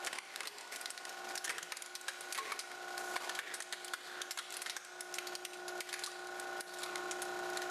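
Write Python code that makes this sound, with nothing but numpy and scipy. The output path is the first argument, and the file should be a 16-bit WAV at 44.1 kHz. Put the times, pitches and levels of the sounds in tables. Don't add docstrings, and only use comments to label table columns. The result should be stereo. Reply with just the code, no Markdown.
import sys
import numpy as np
from scipy import signal
from scipy.fft import rfft, irfft, next_fast_len
from scipy.io import wavfile
from scipy.ndimage import uniform_filter1d

SR = 44100
rng = np.random.default_rng(int(sys.argv[2]) if len(sys.argv) > 2 else 0)


def unload_wav(signal):
    wavfile.write(
        sys.argv[1],
        SR,
        np.round(np.clip(np.atleast_2d(signal).T, -1, 1) * 32767).astype(np.int16),
    )


N = 339570
TIME = np.arange(N) / SR
EDGE_HZ = 16000


def amp(db):
    return np.exp(np.asarray(db) * (np.log(10) / 20))


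def unit(x):
    return x / np.sqrt(np.mean(x ** 2) + 1e-20)


def at_hz(points, hz):
    table_hz, value = np.transpose(points)
    return np.interp(np.log(hz + 1), np.log(table_hz + 1), value)


def curve(points):
    return np.interp(TIME, *np.transpose(points))


def drift(rate):
    knots = rng.standard_normal(400)
    return unit(np.interp(TIME * rate, np.arange(len(knots)), knots))


def power(pair, size=132):
    return np.abs(uniform_filter1d((pair ** 2).mean(0), size)) + 1e-14


# frequency in Hz, likeness from 0 to 1.
LIKENESS = [(30, 0.98), (300, 0.79), (1200, 0.85), (3000, 0.75), (5000, 0.82), (9000, 0.47), (15000, 0.56)]


def colour(pair, spectrum, bright_db=0):
    size = pair.shape[1]
    hz = np.fft.rfftfreq(size, 1 / SR)
    mid, side = rfft(pair)
    alike = np.clip(at_hz(LIKENESS, hz), 0, .995)
    mid = mid * np.sqrt((1 + alike) / 2)
    side = side * np.sqrt((1 - alike) / 2)
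    shelf = at_hz([(3500, -0.8), (9500, 0.8)], hz)
    gain = amp(at_hz(spectrum, hz) + bright_db * shelf)
    return irfft(np.array([mid + side, mid - side]) * gain, size)


PANEL_HZ = 1500
BRIGHT_DB, BRIGHT_DB_PER_OCTAVE = -5, 1.68
FLEX_DB, FLEX_DB_PER_OCTAVE = 13.5, -7
FLEX_DB_PER_DB = 0.6
FLEX_DB_PER_S = -1.93


def timbre(s, db, part_hz):
    octaves = np.log2(part_hz / PANEL_HZ)
    bright_db = BRIGHT_DB + BRIGHT_DB_PER_OCTAVE * octaves
    flex_db = FLEX_DB + FLEX_DB_PER_OCTAVE * octaves + FLEX_DB_PER_DB * db + FLEX_DB_PER_S * s
    return bright_db, flex_db


# frequency in Hz, level in dB per Hz.
FRACTURE_SPECTRUM = [(40, -65), (200, -54), (700, -12.5), (1500, -2), (2800, -3), (4500, -1), (7000, -1),
                     (10000, 1), (13000, -8.5), (16000, -36)]
# frequency in Hz, level in dB per Hz.
FLEX_SPECTRUM = [(40, -28), (200, -15.5), (400, -4.5), (800, 0.5), (1300, 2), (2000, -3), (2800, -1),
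                 (4500, -12), (9000, -44)]
PIECE_SPREAD_DB = 2.5


def snap(t60, bright_db, panel_db, part_hz, first_db=2, tear=0.073, ring_db=-3.5, part_db=-5,
         ring_width=16, part_spread=0.422, grit_db=3, size=6144):
    t = (np.arange(size) - size // 96) / SR
    age = np.maximum(t - tear * t60, 0)
    decay = (t >= 0) * amp(-60 * age / t60)
    grit = unit(uniform_filter1d(rng.standard_normal(size), size=36))
    fade = decay * amp(grit_db * grit)
    first = 1 + amp(first_db) * np.exp(-np.abs(t) / .0005)
    bands_hz = np.geomspace(40, EDGE_HZ, num=40)
    bands_db = at_hz(FRACTURE_SPECTRUM, bands_hz) + PIECE_SPREAD_DB * rng.standard_normal(len(bands_hz))
    piece = np.transpose([bands_hz, bands_db])
    crack = unit(colour(rng.standard_normal((2, size)) * fade * first, piece, bright_db))
    flex = unit(colour(rng.standard_normal((2, size)) * fade, FLEX_SPECTRUM))
    width_hz = np.hypot(ring_width / t60, part_spread * part_hz)
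    cluster = np.linspace(-1, 1, num=25) + rng.uniform(-.04, .04, size=25)
    mode_hz = (part_hz + width_hz * cluster)[:, None]
    strike = rng.uniform(0, 2 * np.pi, size=(len(cluster), 1))
    modes = np.hanning(len(cluster)) ** 2 @ np.sin(2 * np.pi * mode_hz * t + strike)
    ring = unit(modes * np.clip(t * part_hz, 0, 1) * decay)
    ring = ring * np.hypot(amp(part_db), amp(panel_db + ring_db) / np.sqrt(2))
    burst = crack + amp(panel_db) * flex / np.sqrt(2)
    near, spread = burst + ring, burst
    return np.array([near, spread]) / np.sqrt(power(near).max())


# moment in seconds, level in dB of the loudest 3 ms, time in seconds to
# fade by 60 dB, pitch in Hz of the part that gives way.
SNAPS = [(.048, -34, 0.017, 7500), (.063, -33.5, 0.035, 7100), (.0705, -18.5, 0.044, 1840),
         (0.1291, -22.5, 0.036, 1970), (.1526, -31.5, 0.07, 2070), (.186, -14.5, 0.018, 2130),
         (0.3599, -23.5, 0.011, 4700), (.4058, -19, 0.025, 1960), (.432, -29, 0.036, 1310),
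         (.453, -28.5, .052, 2160), (0.4729, -14, 0.044, 4140), (0.584, -27.5, 0.028, 4720),
         (.609, -31.5, 0.027, 8060), (.7602, -30.5, 0.029, 8700), (.8128, -32.5, 0.021, 8300),
         (0.858, -25.5, 0.025, 4000), (0.9041, -25, 0.041, 8600), (0.9775, -29.5, 0.04, 4000),
         (1.052, -31, 0.029, 1880), (1.0938, -36, 0.027, 5970), (1.3543, -30, 0.031, 6860),
         (1.3769, -24, 0.048, 4800), (1.443, -27.5, 0.049, 5900), (1.449, -25.5, 0.054, 6570),
         (1.4785, -28, 0.017, 1840), (1.494, -22.5, 0.073, 1600), (1.501, -19, 0.059, 1630),
         (1.5826, -18.5, 0.039, 1630), (1.6282, -23.5, 0.023, 6730), (1.7212, -17.5, 0.036, 1800),
         (1.7697, -23, 0.026, 6900), (1.822, -23.5, 0.023, 9470), (1.861, -31, 0.022, 7040),
         (1.9528, -22, 0.05, 5400), (2.012, -32, 0.031, 6760), (2.0822, -21, 0.08, 1666),
         (2.2082, -32, 0.023, 9540), (2.325, -22.5, 0.055, 9360), (2.3476, -25, 0.054, 2470),
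         (2.3773, -24, 0.046, 1450), (2.3861, -20, 0.045, 1980), (2.5198, -23, 0.038, 1240),
         (2.5919, -23.5, 0.072, 4530), (2.716, -36, 0.025, 1930), (2.9785, -32.5, 0.024, 4720),
         (3.159, -36, 0.063, 834), (3.164, -24, 0.054, 1740), (3.2946, -27, 0.031, 1790),
         (3.351, -33, 0.053, 3960), (3.3898, -16, 0.052, 1500), (3.5394, -26, 0.076, 8500),
         (3.6036, -19, 0.032, 1810), (3.6224, -23.5, 0.039, 8900), (3.7254, -19, 0.053, 1750),
         (3.8464, -28, 0.038, 8830), (3.88, -33, .035, 3120), (3.9358, -14, 0.05, 1542),
         (4.2171, -23.5, 0.03, 3550), (4.309, -19.5, 0.064, 5040), (4.374, -22, 0.038, 1430),
         (4.3877, -18.5, 0.055, 1470), (4.505, -32, 0.024, 7650), (4.5237, -31, .031, 7900),
         (4.5398, -31, 0.04, 7850), (4.568, -28, 0.04, 9800), (4.6186, -24, 0.041, 8880),
         (4.6614, -25, 0.057, 1830), (4.6974, -21, 0.058, 5560), (4.7658, -15, 0.055, 1693),
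         (4.848, -30.5, .025, 7940), (5.0072, -26, 0.029, 10100), (5.141, -28, 0.032, 6750),
         (5.153, -36, 0.07, 7750), (5.1845, -24.5, 0.029, 2480), (5.2695, -32.5, 0.055, 4540),
         (5.3526, -24, 0.03, 4730), (5.4503, -21.5, 0.039, 2790), (5.533, -34.5, 0.064, 2540),
         (5.6807, -34, 0.05, 4840), (5.8055, -19, 0.049, 2130), (5.89, -30, 0.061, 3300),
         (5.9285, -24.5, 0.027, 2340), (5.9397, -23, 0.031, 2100), (5.9913, -32.5, 0.042, 7040),
         (6.0374, -21, 0.05, 4310), (6.0623, -24.5, 0.059, 6000), (6.117, -38, .02, 6000),
         (6.398, -35.5, 0.02, 8250), (6.6073, -23.5, 0.03, 4740), (6.739, -36.5, 0.032, 6160),
         (6.786, -37.5, 0.069, 7640), (6.833, -31, 0.051, 3950), (6.861, -36.5, .035, 1270),
         (6.9563, -29, 0.016, 2080), (7.1108, -30.5, 0.055, 6500), (7.2191, -33, 0.043, 9400),
         (7.5716, -31.5, 0.033, 4070), (7.618, -36, 0.034, 1780)]


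def snaps(rows, size=6144):
    out = np.zeros((2, 2, N + size))
    for s, db, t60, part_hz in rows:
        start = max(round(s * SR) - size // 96, 0)
        bright_db, flex_db = timbre(s, db, part_hz)
        out[..., start:start + size] += amp(db) * snap(t60, bright_db, flex_db, part_hz, size=size)
    return out[..., :N]


TICKS_PER_S, TICK_T60_S = 7, 0.018
TICK_SOFTEST_DB, TICK_RANGE_DB = -48.25, 7
TICK_HZ, TICK_SPREAD_OCTAVES = 6000, 0.71


def ticks(count=100):
    gap, level, pitch = rng.random((count, 3)).T
    times = np.cumsum(-np.log(1 - gap)) / TICKS_PER_S
    levels_db = TICK_SOFTEST_DB + TICK_RANGE_DB * level
    pitches_hz = TICK_HZ * 2 ** (TICK_SPREAD_OCTAVES * (2 * pitch - 1))
    return [(s, db, TICK_T60_S, hz) for s, db, hz in zip(times, levels_db, pitches_hz) if s < N / SR]


# moment in seconds, pitch in Hz, level in dB,
# time in seconds to fade by 60 dB.
BUCKLING_PANELS = [(.4065, 2130, -23, .04), (1.4788, 1790, -15, 0.017), (1.4955, 2290, -19, .04),
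                   (1.629, 173, -47, 0.18), (1.7215, 1260, -18, 0.033), (2.083, 1583, -12.5, 0.023),
                   (2.385, 1085, -14.5, 0.11), (2.387, 2050, -15, .025), (2.5205, 1160, -20, 0.034),
                   (2.522, 2240, -21, 0.048), (3.162, 1040, -16, 0.022), (3.1635, 2240, -17.5, .025),
                   (3.164, 650, -20, 0.018), (3.295, 1750, -22, 0.034), (3.3908, 1130, -16, 0.022),
                   (3.3907, 1790, -9.5, 0.027), (3.9363, 1454, -6, 0.038), (4.7662, 1620, -11, 0.019),
                   (6.0737, 1166, -22, 0.039)]


def buckles(rise_s=0.00094):
    out = np.zeros(N)
    for s, hz, db, t60 in BUCKLING_PANELS:
        part = out[round(s * SR):][:SR // 4]
        t = TIME[:len(part)]
        part += amp(db - 60 * t / t60) * (1 - np.exp(-t / rise_s)) * np.sin(2 * np.pi * hz * t)
    return out


# frequency in Hz, level in dB per Hz.
SLIP_SPECTRUM = [(40, -29), (110, -16), (200, -6.5), (400, 4.5), (1150, 2), (1800, 3), (2800, -1),
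                 (4200, -1), (7000, -3.5), (10000, -5.5), (13600, -12.5), (14600, -50)]


def creak(size, bright_db, per_s, spread_db, t60):
    sizes_db = spread_db * np.minimum(rng.exponential(1, size), np.pi)
    slips = (rng.random(size) < per_s / SR) * amp(sizes_db) ** 2
    energy = signal.lfilter([1], [1, -amp(-120 / (t60 * SR))], slips)
    return unit(colour(rng.standard_normal((2, size)) * np.sqrt(energy), SLIP_SPECTRUM, bright_db))


CREAK_START_DB, CREAK_DB_PER_S = -46.5, -.5


def strain():
    level = amp(CREAK_START_DB + CREAK_DB_PER_S * TIME)
    return level * creak(N, bright_db=-2.0, per_s=1100, spread_db=6.0, t60=0.066)


SLIDE_ATTACK_S, SLIDE_RELEASE_S = 0.0067, 0.057


def stroke(t, length):
    return np.minimum(t / SLIDE_ATTACK_S, 1) * np.exp(-np.maximum(t - length, 0) / SLIDE_RELEASE_S)


def resonate(x, hz, width_hz):
    turn = np.exp(2j * np.pi * np.cumsum(hz) / SR)
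    r = np.exp(-np.pi * width_hz / SR)
    return (turn * signal.lfilter([(1 - r) ** 2], [1, -2 * r, r * r], x / turn)).real


# start in seconds, length in seconds, level in dB,
# brightness in dB, resonance of the sheet in Hz.
SCRAPING_SHEETS = [(0.017, 0.12, -42.5, -5, 770), (0.123, 0.053, -39, -9, 970),
                   (0.237, 0.36, -41.5, -3, 2150), (0.401, 0.095, -39.5, -9, 1150),
                   (0.48, 0.15, -42, -20, 885), (0.713, 0.013, -36.5, 2.5, 2230),
                   (1.445, 0.11, -37, -5, 1760), (1.494, 0.044, -41, -18, 468),
                   (2.089, 0.29, -48.5, 1.5, 1990), (2.346, 0.15, -34.5, -3.5, 2100),
                   (2.981, 0.27, -51, 7, 7000), (3.199, 0.078, -37.5, -3.5, 1080),
                   (3.411, 0.11, -35.5, -6, 1810), (3.969, 0.27, -41.5, -10, 1660),
                   (4.0, 0.08, -40, 1, 3900), (4.493, 0.25, -45.5, 1, 4440), (5.864, 0.16, -41, -0.5, 2130),
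                   (6.66, 0.16, -44.5, 1.5, 4200), (6.798, 0.2, -47, -14, 1220)]
SHEET_WIDTH, SHEET_WANDER = 0.44, 0.046
SHEET_DB, SHEET_DB_PER_DB = -6, -0.37


def scrapes(size=32768):
    out, t = np.zeros((2, N + size)), TIME[:size]
    for s, length, db, bright_db, hz in SCRAPING_SHEETS:
        slips = creak(size, bright_db, per_s=1200, spread_db=4.0, t60=0.024)
        bend = 1 + SHEET_WANDER * drift(19.3)[:size]
        sheet = unit(resonate(slips, hz * bend, SHEET_WIDTH * hz))
        sheet_gain = amp(SHEET_DB + SHEET_DB_PER_DB * bright_db)
        start = round(s * SR)
        out[:, start:start + size] += amp(db) * stroke(t, length) * unit(slips + sheet_gain * sheet)
    return out[:, :N]


# start in seconds, length in seconds,
# level in dB, starting pitch in Hz.
GROANING_PANELS = [(0.45, 0.1, -41.5, 415), (2.393, 0.1, -39, 1108), (2.39, 0.11, -43.5, 430),
                   (3.41, 0.1, -49.5, 395)]
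GROAN_SAG_PER_S = 0.097
GROAN_WAVER_HZ, GROAN_ROUGH = 25.8, 0.25


def groans(size=16384):
    out, t = np.zeros(N + size), TIME[:size]
    for s, length, db, hz in GROANING_PANELS:
        waver, rough = unit(uniform_filter1d(rng.standard_normal((2, size)), size=300))
        pitch_hz = hz * (1 - GROAN_SAG_PER_S * t) + GROAN_WAVER_HZ * waver
        turns = np.cumsum(pitch_hz) / SR
        tone = unit((1 + GROAN_ROUGH * rough) * np.sin(2 * np.pi * turns))
        start = round(s * SR)
        out[start:start + size] += amp(db) * stroke(t, length) * tone
    return out[:N]


# multiple of the shaft speed, level in dB before the pressure acts.
PUMP_PARTIALS = [(6, -65.5), (11, -59.5), (12, -41.5), (14, -59.5), (20, -56), (22, -51), (24, -50),
                 (26, -48), (27, -60.5), (32, -62), (36, -54.5), (42, -62), (46, -57), (47, -61), (48, -53),
                 (49, -46.5), (50, -59.5), (51, -64), (60, -61), (132, -65), (228, -66)]
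# moment in seconds, dB.
OIL_PRESSURE = [(0, -17), (.95, -22), (1.25, -14.5), (1.9, -16.5), (3.0, -11.5), (3.6, -10.5), (4.5, -12),
                (5.75, -6), (6.4, -8.5), (7.0, -3.5), (7.7, -4.5)]
# frequency in Hz, left minus right in dB.
PUMP_BALANCE = [(360, -3), (700, 4), (1450, 4.5), (3000, -5)]
SHAFT_HZ = 29.963
PIPE_SPREAD = 21.2
BUZZ_MULTIPLES, BUZZ_DB, BUZZ_SPREAD_DB = range(6, 62), -70.5, 1
THROB_SLIP_AT_S, THROB_SLIP_TURNS = 4.388, .35


def pump(waver_db=1.5, low_hz=490, high_load=0.15):
    turns = SHAFT_HZ * TIME - THROB_SLIP_TURNS * (TIME > THROB_SLIP_AT_S)
    pressure_db = curve(OIL_PRESSURE)
    partials = {k: (BUZZ_DB + BUZZ_SPREAD_DB * rng.standard_normal(), rng.random()) for k in BUZZ_MULTIPLES}
    partials.update({round(k): (db, round(k) ** 2 / PIPE_SPREAD / 2) for k, db in PUMP_PARTIALS})
    out = np.zeros((2, N))
    for k, (db, late_turns) in partials.items():
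        hz = k * SHAFT_HZ
        load = high_load + (1 - high_load) / (1 + (hz / low_hz) ** 4)
        level = amp(db + load * pressure_db + waver_db * drift(4))
        line = level * np.cos(2 * np.pi * (k * turns - late_turns))
        out += amp(at_hz(PUMP_BALANCE, hz) * np.array([[.5], [-.5]])) * line
    return np.sqrt(2) * out


# frequency in Hz, level in dB per Hz.
RUSH_SPECTRUM = [(25, -36), (70, -29), (150, -11), (300, 4.5), (480, 5), (800, 8), (1200, 5.5), (1700, 0.5),
                 (2500, 1.5), (4000, -3.5), (7000, -5), (10000, -23), (13000, -10), (14600, -50)]


def rush(level_db=-52):
    return amp(level_db) * unit(colour(rng.standard_normal((2, N)), RUSH_SPECTRUM))


# frequency in Hz, level in dB per Hz.
RUMBLE_SPECTRUM = [(25, -7), (60, -4), (120, 6), (175, -9), (260, -6), (700, -40), (2000, -90)]


def rumble(level_db=-69.5):
    noise = rng.standard_normal((2, next_fast_len(N)))
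    shudder = unit(colour(noise, RUMBLE_SPECTRUM)[:, :N])
    return amp(level_db + curve(OIL_PRESSURE)) * shudder


# frequency in Hz, level in dB.
ECHO_SPECTRUM = [(100, -1), (400, 1.5), (900, -7), (1700, -2), (3500, -6), (7000, -8.5), (11000, -7.5),
                 (13500, -1), (15000, -25)]
# frequency in Hz, time in seconds to fade by 60 dB.
ECHO_FADE = [(200, 0.54), (1500, 0.68), (4000, 0.83), (8000, 0.7), (14000, 0.28)]


def workshop(sound, level_db=-2, build_s=0.0052):
    hz, t, noise = signal.stft(rng.standard_normal((2, SR)), SR, nperseg=256)
    fade = amp(-60 * t / at_hz(ECHO_FADE, hz)[:, None])
    build = 1 - np.exp(-t / build_s)
    tail = signal.istft(noise * fade * build, SR, nperseg=256)[1]
    tail = colour(tail / np.linalg.norm(tail[0]), ECHO_SPECTRUM)
    return amp(level_db) * signal.fftconvolve(sound.mean(0)[None], tail, axes=1)[:, :N]


def scene():
    near, spread = snaps(SNAPS) + snaps(ticks(), size=2048)
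    case = near + buckles() + strain() + scrapes() + groans()
    machine = pump() + rush() + rumble()
    return case + workshop(spread) + machine


def held(over_db, release_s):
    fall = TIME / release_s
    return np.exp(np.maximum.accumulate(np.log(over_db + 1e-9) + fall) - fall)


def record(dry, limit_db=-27.0, treble_bias=1.853, release_s=0.3, quick_s=0.093, overshoot=0.26,
           lag_s=0.014, start_db=4):
    sensed = dry + treble_bias * np.diff(dry, prepend=0)
    over_db = np.maximum(10 * np.log10(power(sensed)) - limit_db, 0)
    over_db = np.maximum(over_db, start_db * (TIME == 0))
    pole = np.exp(-1 / (lag_s * SR))
    late_db = signal.lfilter([1 - pole], [1, -pole], held(over_db, quick_s))
    limited = dry * amp(-held(over_db, release_s) - overshoot * late_db)
    rounded = limited / (1 + (limited / .09) ** 4) ** .25
    low_pass = signal.firwin(511, EDGE_HZ, window=("kaiser", 9), fs=SR)
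    return signal.oaconvolve(rounded, low_pass[None], "same", axes=1)


dry = scene()
out = record(dry)
unload_wav(out)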